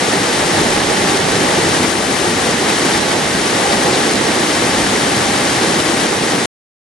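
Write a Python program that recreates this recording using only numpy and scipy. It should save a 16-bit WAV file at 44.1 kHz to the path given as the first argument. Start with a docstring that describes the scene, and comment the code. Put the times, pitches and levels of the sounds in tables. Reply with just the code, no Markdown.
"""River rapid from the bank

White water roars in surges at a small stereo camera microphone. Bubbles ring in the foam, hollows
gurgle, air pockets gulp as they close, crests break into spray and one puff of wind brushes the ports.
Now and then a brief sharp peak in the roar trips the limiter of one channel, so the level dips on that
side and creeps back. The sound is cut off suddenly near the end."""
import sys
import numpy as np
from scipy import signal
from scipy.fft import rfft, irfft, next_fast_len
from scipy.io import wavfile
from scipy.ndimage import uniform_filter1d, minimum_filter1d

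SR = 44100
rng = np.random.default_rng(int(sys.argv[2]) if len(sys.argv) > 2 else 0)


def generate_wav(signal):
    """Clip the signal to [-1, 1] and save it as 16-bit WAV at the path in sys.argv[1]."""
    frames = np.transpose(np.atleast_2d(signal))
    scaled = np.clip(frames, -1, 1) * 32767
    pcm = np.round(scaled).astype(np.int16)
    wavfile.write(sys.argv[1], SR, pcm)


N = 302959
STOP_S = 6.458
HOP = 128  # samples

# The right microphone port against the left.
# Each row: frequency in Hz, level difference in dB, coherence from 0 to 1, phase lag in radians.
RIGHT_PORT = [(100, 0.4, 0.94, 0.06), (330, 1.2, 0.98, 0.18), (500, 3.6, 0.9, 0.51), (670, -0.2, 0.82, 0.9),
              (840, 2.7, 0.79, 1.29), (1020, -2.1, 0.21, -2.68), (1250, -7.6, 0.51, -0.13),
              (1550, -2.2, 0.66, -0.52), (1900, 2.2, 0.59, 0.43), (2650, -3.6, 0.55, 0.33),
              (3900, 0.1, 0.56, 0.11), (5700, -3.2, 0.82, 0.96), (8500, -8.7, 0.7, 1.57),
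              (11000, -20.8, 0.15, 1.03)]


def gain_of(db):
    """Amplitude ratio: tenfold for every 20 dB."""
    return 10 ** (np.asarray(db) / 20)


def unit_rms(x):
    """Normalisation to a mean power of 1."""
    return x / np.sqrt(np.mean(x ** 2) + 1e-20)


def curve_at(table, hz, column=1):
    """Linear interpolation of one column over log frequency."""
    table = np.asarray(table)
    return np.interp(np.log(hz + 1), np.log(table[:, 0] + 1), table[:, column])


def churn(patch_db, flicker_db):
    """Incoherent summation: countless splashes merge into noise, with faint patches and flicker."""
    frames = dict(nperseg=4 * HOP, noverlap=3 * HOP)
    spectra = signal.stft(rng.standard_normal((2, N)), **frames)[2]
    patches, flicker = rng.standard_normal((2, *spectra.shape[1:]))
    patches = unit_rms(uniform_filter1d(uniform_filter1d(patches, 7, axis=0), 22, axis=1))  # narrow
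    flicker = unit_rms(uniform_filter1d(uniform_filter1d(flicker, 60, axis=0), 5, axis=1))  # wide, brief
    spectra *= gain_of(patch_db * patches + flicker_db * flicker)
    return unit_rms(signal.istft(spectra, **frames)[1][:, :N])


def bubbles(per_s, spread_db, cycles, rise, low_hz, high_hz, sizes):
    """Damped resonance: each bubble rings a few cycles, rising in pitch as it nears the surface."""
    out = np.zeros((2, N))
    for hz in np.geomspace(low_hz, high_hz, sizes):
        age = np.arange(0, 5 * cycles / hz, 1 / SR) * hz / cycles  # in decay times
        ring = np.exp(-age) * np.sin(2 * np.pi * cycles * age * (1 + rise * age))
        onsets = rng.integers(0, N, (2, int(per_s * STOP_S / sizes) + 1))
        strength = gain_of(spread_db * np.minimum(rng.exponential(1, onsets.shape), 4))
        births = np.zeros((2, N))
        np.put_along_axis(births, onsets, strength * hz, 1)  # equal power in every Hz
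        out += signal.oaconvolve(births, ring[None], axes=1)[:, :N]
    return unit_rms(out)


def impacts(per_s, spread_db):
    """Shot noise: falling water strikes at random, in many small impulses and a few large."""
    strength = gain_of(spread_db * np.minimum(rng.exponential(1, (2, N)), 4.5))
    return strength * rng.choice([-1, 1], (2, N)) * (rng.random((2, N)) < per_s / SR)


def splashes(per_s, spread_db, decay_s):
    """Exponential decay: each crest slaps down sharply and its power dies in a fizz of droplets."""
    t = np.arange(SR // 4) / SR
    power = signal.oaconvolve(impacts(per_s, spread_db)[0] ** 2, np.exp(-t / decay_s))[:N]
    return unit_rms(np.sqrt(abs(power)) * rng.standard_normal((2, N)))


def surge(water, steady_s):
    """Amplitude modulation: the flow never lets up, but four bands swell and sink about its mean."""
    # Slow surging. Each row: time in seconds, then gains in dB of rumble, plunge, gush and foam.
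    swells = [(0.0, -5, -2.1, -0.4, 0), (0.18, -0.2, 0.5, -0.5, -0.1), (0.34, -3, -3.5, -0.2, 0),
              (0.61, 4.5, 0.5, 2, 1), (0.85, -0.7, -0.3, 0.8, 1), (1.13, -0.3, 1.0, -0.7, 0.6),
              (1.24, 1, -1.0, 2, 0.6), (1.37, 2, 2, -0.2, 0.8), (1.53, 0.2, -1, 2, 0.4),
              (1.8, 3, 1.5, -0.5, 1), (2.04, -0.7, -0.3, 1.3, 0.4), (2.32, 0, 0.8, -0.5, 0),
              (2.6, -0.3, -0.5, 0.0, 0.3), (2.75, -3.5, -0.0, -1, 1), (2.96, 0, 0.2, -0.9, 1.1),
              (3.2, 1.5, -3, 1.7, 0.4), (3.36, 2.0, -1.5, -3.0, -0.8), (3.58, -3, -1.7, 1.1, 0.5),
              (3.9, 1, 1.0, 2.3, 0.5), (4.08, -3, 0.6, -1.1, 0.5), (4.22, 1.8, 2.5, 0.5, 1),
              (4.42, -3.5, -0.3, -0.5, 0.3), (4.72, 3, -1.5, 0.3, 0.5), (5.0, 0.5, -0.2, -0.3, 0.3),
              (5.28, 1.9, -2.5, 0, 0.3), (5.48, -1, -1.5, -0.8, 0.4), (5.7, 0, 0.2, -0.2, 0.5),
              (6.0, -1.3, 0, 0.4, 0.5), (6.22, -2, 0, -0.7, -0.4), (6.44, -3.5, -0.5, -1.5, -1.3)]
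    # The frequencies in Hz at which those four gains apply.
    band_hz = [90, 290, 630, 1300]
    frames = dict(nperseg=8 * HOP, noverlap=6 * HOP)
    hz, t, spectra = signal.stft(water, SR, **frames)
    power = uniform_filter1d(abs(spectra) ** 2, 7, axis=1)
    power = uniform_filter1d(power, max(round(steady_s / t[1]), 1), axis=2) + 1e-12
    spectra *= np.sqrt(power.mean(axis=2, keepdims=True) / power)  # evens out chance swells
    times, *levels = np.transpose(swells)
    share = np.array([np.interp(np.log(hz + 1), np.log(band_hz), row) for row in np.eye(len(levels))])
    swell_db = share.T @ np.array([np.interp(t, times, level) for level in levels])
    return signal.istft(spectra * gain_of(swell_db), **frames)[1][:, :N]


def roar_at_ports(water):
    """Partial coherence: the roar, coloured by resonances, is alike at both ports mainly in the bass."""
    # The water's spectrum at the left port. 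Each row: frequency in Hz, relative spectrum level in dB.
    colour = [(20, -42), (40, -19.5), (70, -9.5), (190, -0.5), (340, 0), (560, -4.5), (820, -4.0),
              (1200, -6), (2400, -10), (4600, -12.5), (5600, -12.5), (6800, -13.5), (9500, -14),
              (11000, -17), (11800, -28)]
    # Hollow resonances in the roar. Each row: centre in Hz, width in Hz, boost in dB.
    resonances = [(201, 50, 0.5), (340, 81, 0.9), (815, 60, 1.3), (1134, 110, 2.5), (1900, 750, 1.43),
                  (3080, 250, 1.7)]
    size = next_fast_len(N)
    hz = np.fft.rfftfreq(size, 1 / SR)
    hollow_db = sum(db / (1 + (2 * (hz - centre) / width) ** 2) for centre, width, db in resonances)
    left, independent = rfft(water, size) * gain_of(curve_at(colour, hz) + hollow_db)
    port_hz, _, coherence, lag = np.transpose(RIGHT_PORT)
    shared = np.interp(np.log(hz + 1), np.log(port_hz + 1), coherence * np.exp(-1j * lag))
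    right = shared * left + np.sqrt(1 - abs(shared) ** 2) * independent
    right *= gain_of(curve_at(RIGHT_PORT, hz))
    return unit_rms(irfft(np.array([left, right]), size)[:, :N])


def gurgles(level_db, waver_hz):
    """Cavity resonance: a hollow under the wave rings on a wavering note, later and louder at right."""
    # Ringing hollows. Each row: peak time in seconds, relative level in dB, pitch in Hz,
    # half-length in seconds.
    hollows = [(0.5, -29.5, 822, 0.09), (0.82, -26, 812, 0.11), (1.13, -23, 799, 0.07),
               (1.56, -26.5, 835, 0.08), (3.0, -25.5, 834, 0.09), (3.22, -27, 824, 0.06),
               (3.63, -24.5, 819, 0.09), (3.88, -25.5, 827, 0.06), (5.3, -26, 803, 0.06),
               (5.98, -27.5, 830, 0.066)]
    out, t = np.zeros((2, N)), np.arange(N) / SR
    waver = unit_rms(uniform_filter1d(rng.standard_normal(N), 1000))
    for peak_s, db, hz, half_s in hollows:
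        near = abs(t - peak_s) < 3 * half_s
        phase = 2 * np.pi * np.cumsum(hz + waver_hz * waver[near]) / SR
        lag = curve_at(RIGHT_PORT, hz, column=3)
        right = gain_of(curve_at(RIGHT_PORT, hz)) * np.sin(phase - lag)
        envelope = gain_of(db + level_db) * np.exp(-((t[near] - peak_s) / half_s) ** 2)
        out[:, near] += envelope * np.array([np.sin(phase), right])
    return out


def gulps(level_db, swell_s):
    """Volume oscillation: a large air pocket closes under the wave and booms for a few cycles."""
    # Closing air pockets. Each row: start in seconds, relative peak level in dB, pitch in Hz.
    pockets = [(0.609, -2.5, 364), (0.719, -9, 430), (1.14, -13, 413), (1.314, -6, 339), (1.385, -9, 328),
               (1.584, -9, 403), (1.843, -4.5, 313), (2.825, -8.5, 333), (2.917, -8.5, 233),
               (3.361, -11, 408), (3.451, -13, 388), (4.127, -12, 293), (4.432, -9, 335),
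               (4.692, -8.5, 261), (4.8, -6, 365), (5.61, -8, 382), (5.785, -10.5, 242), (5.894, -5.5, 317)]
    out, t = np.zeros(N), np.arange(SR // 16) / SR
    envelope = (t / swell_s * np.exp(1 - t / swell_s)) ** 2
    for (start_s, db, hz), phase in zip(pockets, rng.random(len(pockets))):
        boom = gain_of(db + level_db) * envelope * np.sin(2 * np.pi * (hz * t + phase))
        start = round(start_s * SR)
        out[start:start + len(boom)] += boom
    return out


def sprays(level_db, band_hz, fall_s):
    """Band noise: a near crest's hiss builds up and collapses at once, nearly alike at both ports."""
    # Breaking crests. Each row: peak time in seconds, relative level in dB, rise constant in seconds.
    crests = [(0.612, -5.5, 0.02), (1.098, -6, 0.025), (2.958, -3.5, 0.035), (3.724, -6, 0.02),
              (3.957, -1.5, 0.028), (5.57, -5.5, 0.03)]
    t = np.arange(N) / SR
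    swell = sum(gain_of(db) * np.exp(-np.maximum((peak_s - t) / rise_s, (t - peak_s) / fall_s))
                for peak_s, db, rise_s in crests)
    band = signal.butter(2, band_hz, "bandpass", fs=SR, output="sos")
    hiss = signal.sosfilt(band, rng.standard_normal((3, N)))
    return gain_of(level_db) * swell * unit_rms(hiss[:2] + 2 * hiss[2])


def wind_puff(peak_s, level_db, rise_s, fall_s, top_hz):
    """Turbulent pressure: a soft low buffet rises and falls once, partly different at each port."""
    eddies = signal.sosfilt(signal.butter(2, top_hz, fs=SR, output="sos"), rng.standard_normal((3, N)))
    t = np.arange(N) / SR - peak_s
    envelope = gain_of(level_db) * np.exp(-np.maximum(-t / rise_s, t / fall_s))
    return envelope * unit_rms(eddies[:2] + 1.9 * eddies[2])


def sharp_peaks():
    """Transients: brief sharp peaks in the roar, stronger at one port; most trip its limiter."""
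    # Peaks in the roar. Each row: time in seconds, left and right levels in dB ahead of the limiter,
    # pulse width in seconds.
    pulses = [(0.766, 1.5, -16, .00006), (1.174, 3, -17, 0.000051), (1.85, -13, 4, 0.00018),
              (1.917, 3.5, -17, 0.00005), (2.511, 2.4, -18, 0.000054), (2.977, 2.6, -9, 0.000047),
              (3.958, 3, -19, 0.000055), (3.997, -18, -9, 0.000066), (4.136, 3.5, -19, 0.000055),
              (4.157, -15, 2, 0.000066), (5.453, 1.5, -17, 0.00006), (5.802, -16, 4, 0.00008),
              (6.068, 2, -16, .00006)]
    out, t = np.zeros((2, N)), np.arange(N) / SR
    for peak_s, left_db, right_db, width_s in pulses:
        near = abs(t - peak_s) < .005
        offset = (t[near] - round(peak_s * SR) / SR) / width_s
        pressure = (1 - 2 * offset ** 2) * np.exp(-offset ** 2)
        out[:, near] += gain_of([[left_db], [right_db]]) * pressure
    return out


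def limiter(x, threshold_db, share, hold_s):
    """Gain reduction: a peak cuts its channel by a share of its excess; the gain holds, then recovers."""
    # Recovery rates of the gain in dB per second: left, then right.
    recovery_rates = [11.5, 5.5]
    cut_db = share * np.maximum(20 * np.log10(abs(x) + 1e-9) - threshold_db, 0)
    half = round(hold_s * SR / 2)
    held_db = -minimum_filter1d(-cut_db, 2 * half + 1, axis=1, origin=half)
    recovered_db = np.outer(recovery_rates, np.arange(N) / SR)
    return x * gain_of(recovered_db - np.maximum.accumulate(held_db + recovered_db, axis=1))


def scene():
    """Superposition: the surging roar, single water sounds and the wind add at the two ports."""
    water = churn(patch_db=0.74, flicker_db=-0.14)
    foam = bubbles(per_s=3500, spread_db=2.5, cycles=7, rise=0.013, low_hz=249.9, high_hz=9990, sizes=36)
    glugs = bubbles(per_s=35, spread_db=2, cycles=3.2, rise=0.01, low_hz=209, high_hz=486, sizes=10)
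    fizz = splashes(per_s=70, spread_db=2.5, decay_s=0.013)
    drops = unit_rms(impacts(per_s=1300, spread_db=4))
    water += gain_of(-10) * foam + gain_of(-25.5) * glugs + gain_of(-8.5) * fizz + gain_of(-12.5) * drops
    mix = gain_of(-13.5) * roar_at_ports(surge(water, steady_s=0.21))
    mix += sprays(level_db=-20, band_hz=[3500, 5200], fall_s=0.0064)
    mix += gurgles(level_db=-1, waver_hz=13)
    mix += gulps(level_db=-5, swell_s=0.005)
    mix += wind_puff(peak_s=0.7, level_db=-35, rise_s=0.15, fall_s=0.2, top_hz=44.9)
    return mix + sharp_peaks()


def record(dry):
    """Limiting and soft saturation tame the peaks; a sudden cut and a low-pass filter follow."""
    limited = limiter(dry, threshold_db=-0.5, share=0.66, hold_s=0.082)
    rounded = limited / (1 + (limited / .93) ** 8) ** (1 / 8)
    running = np.arange(N) / SR < STOP_S
    low_pass = signal.firwin(511, cutoff=11950, window=("kaiser", 9), fs=SR)
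    return signal.oaconvolve(rounded * running, low_pass[None], "same")


dry = scene()
out = record(dry)
generate_wav(out)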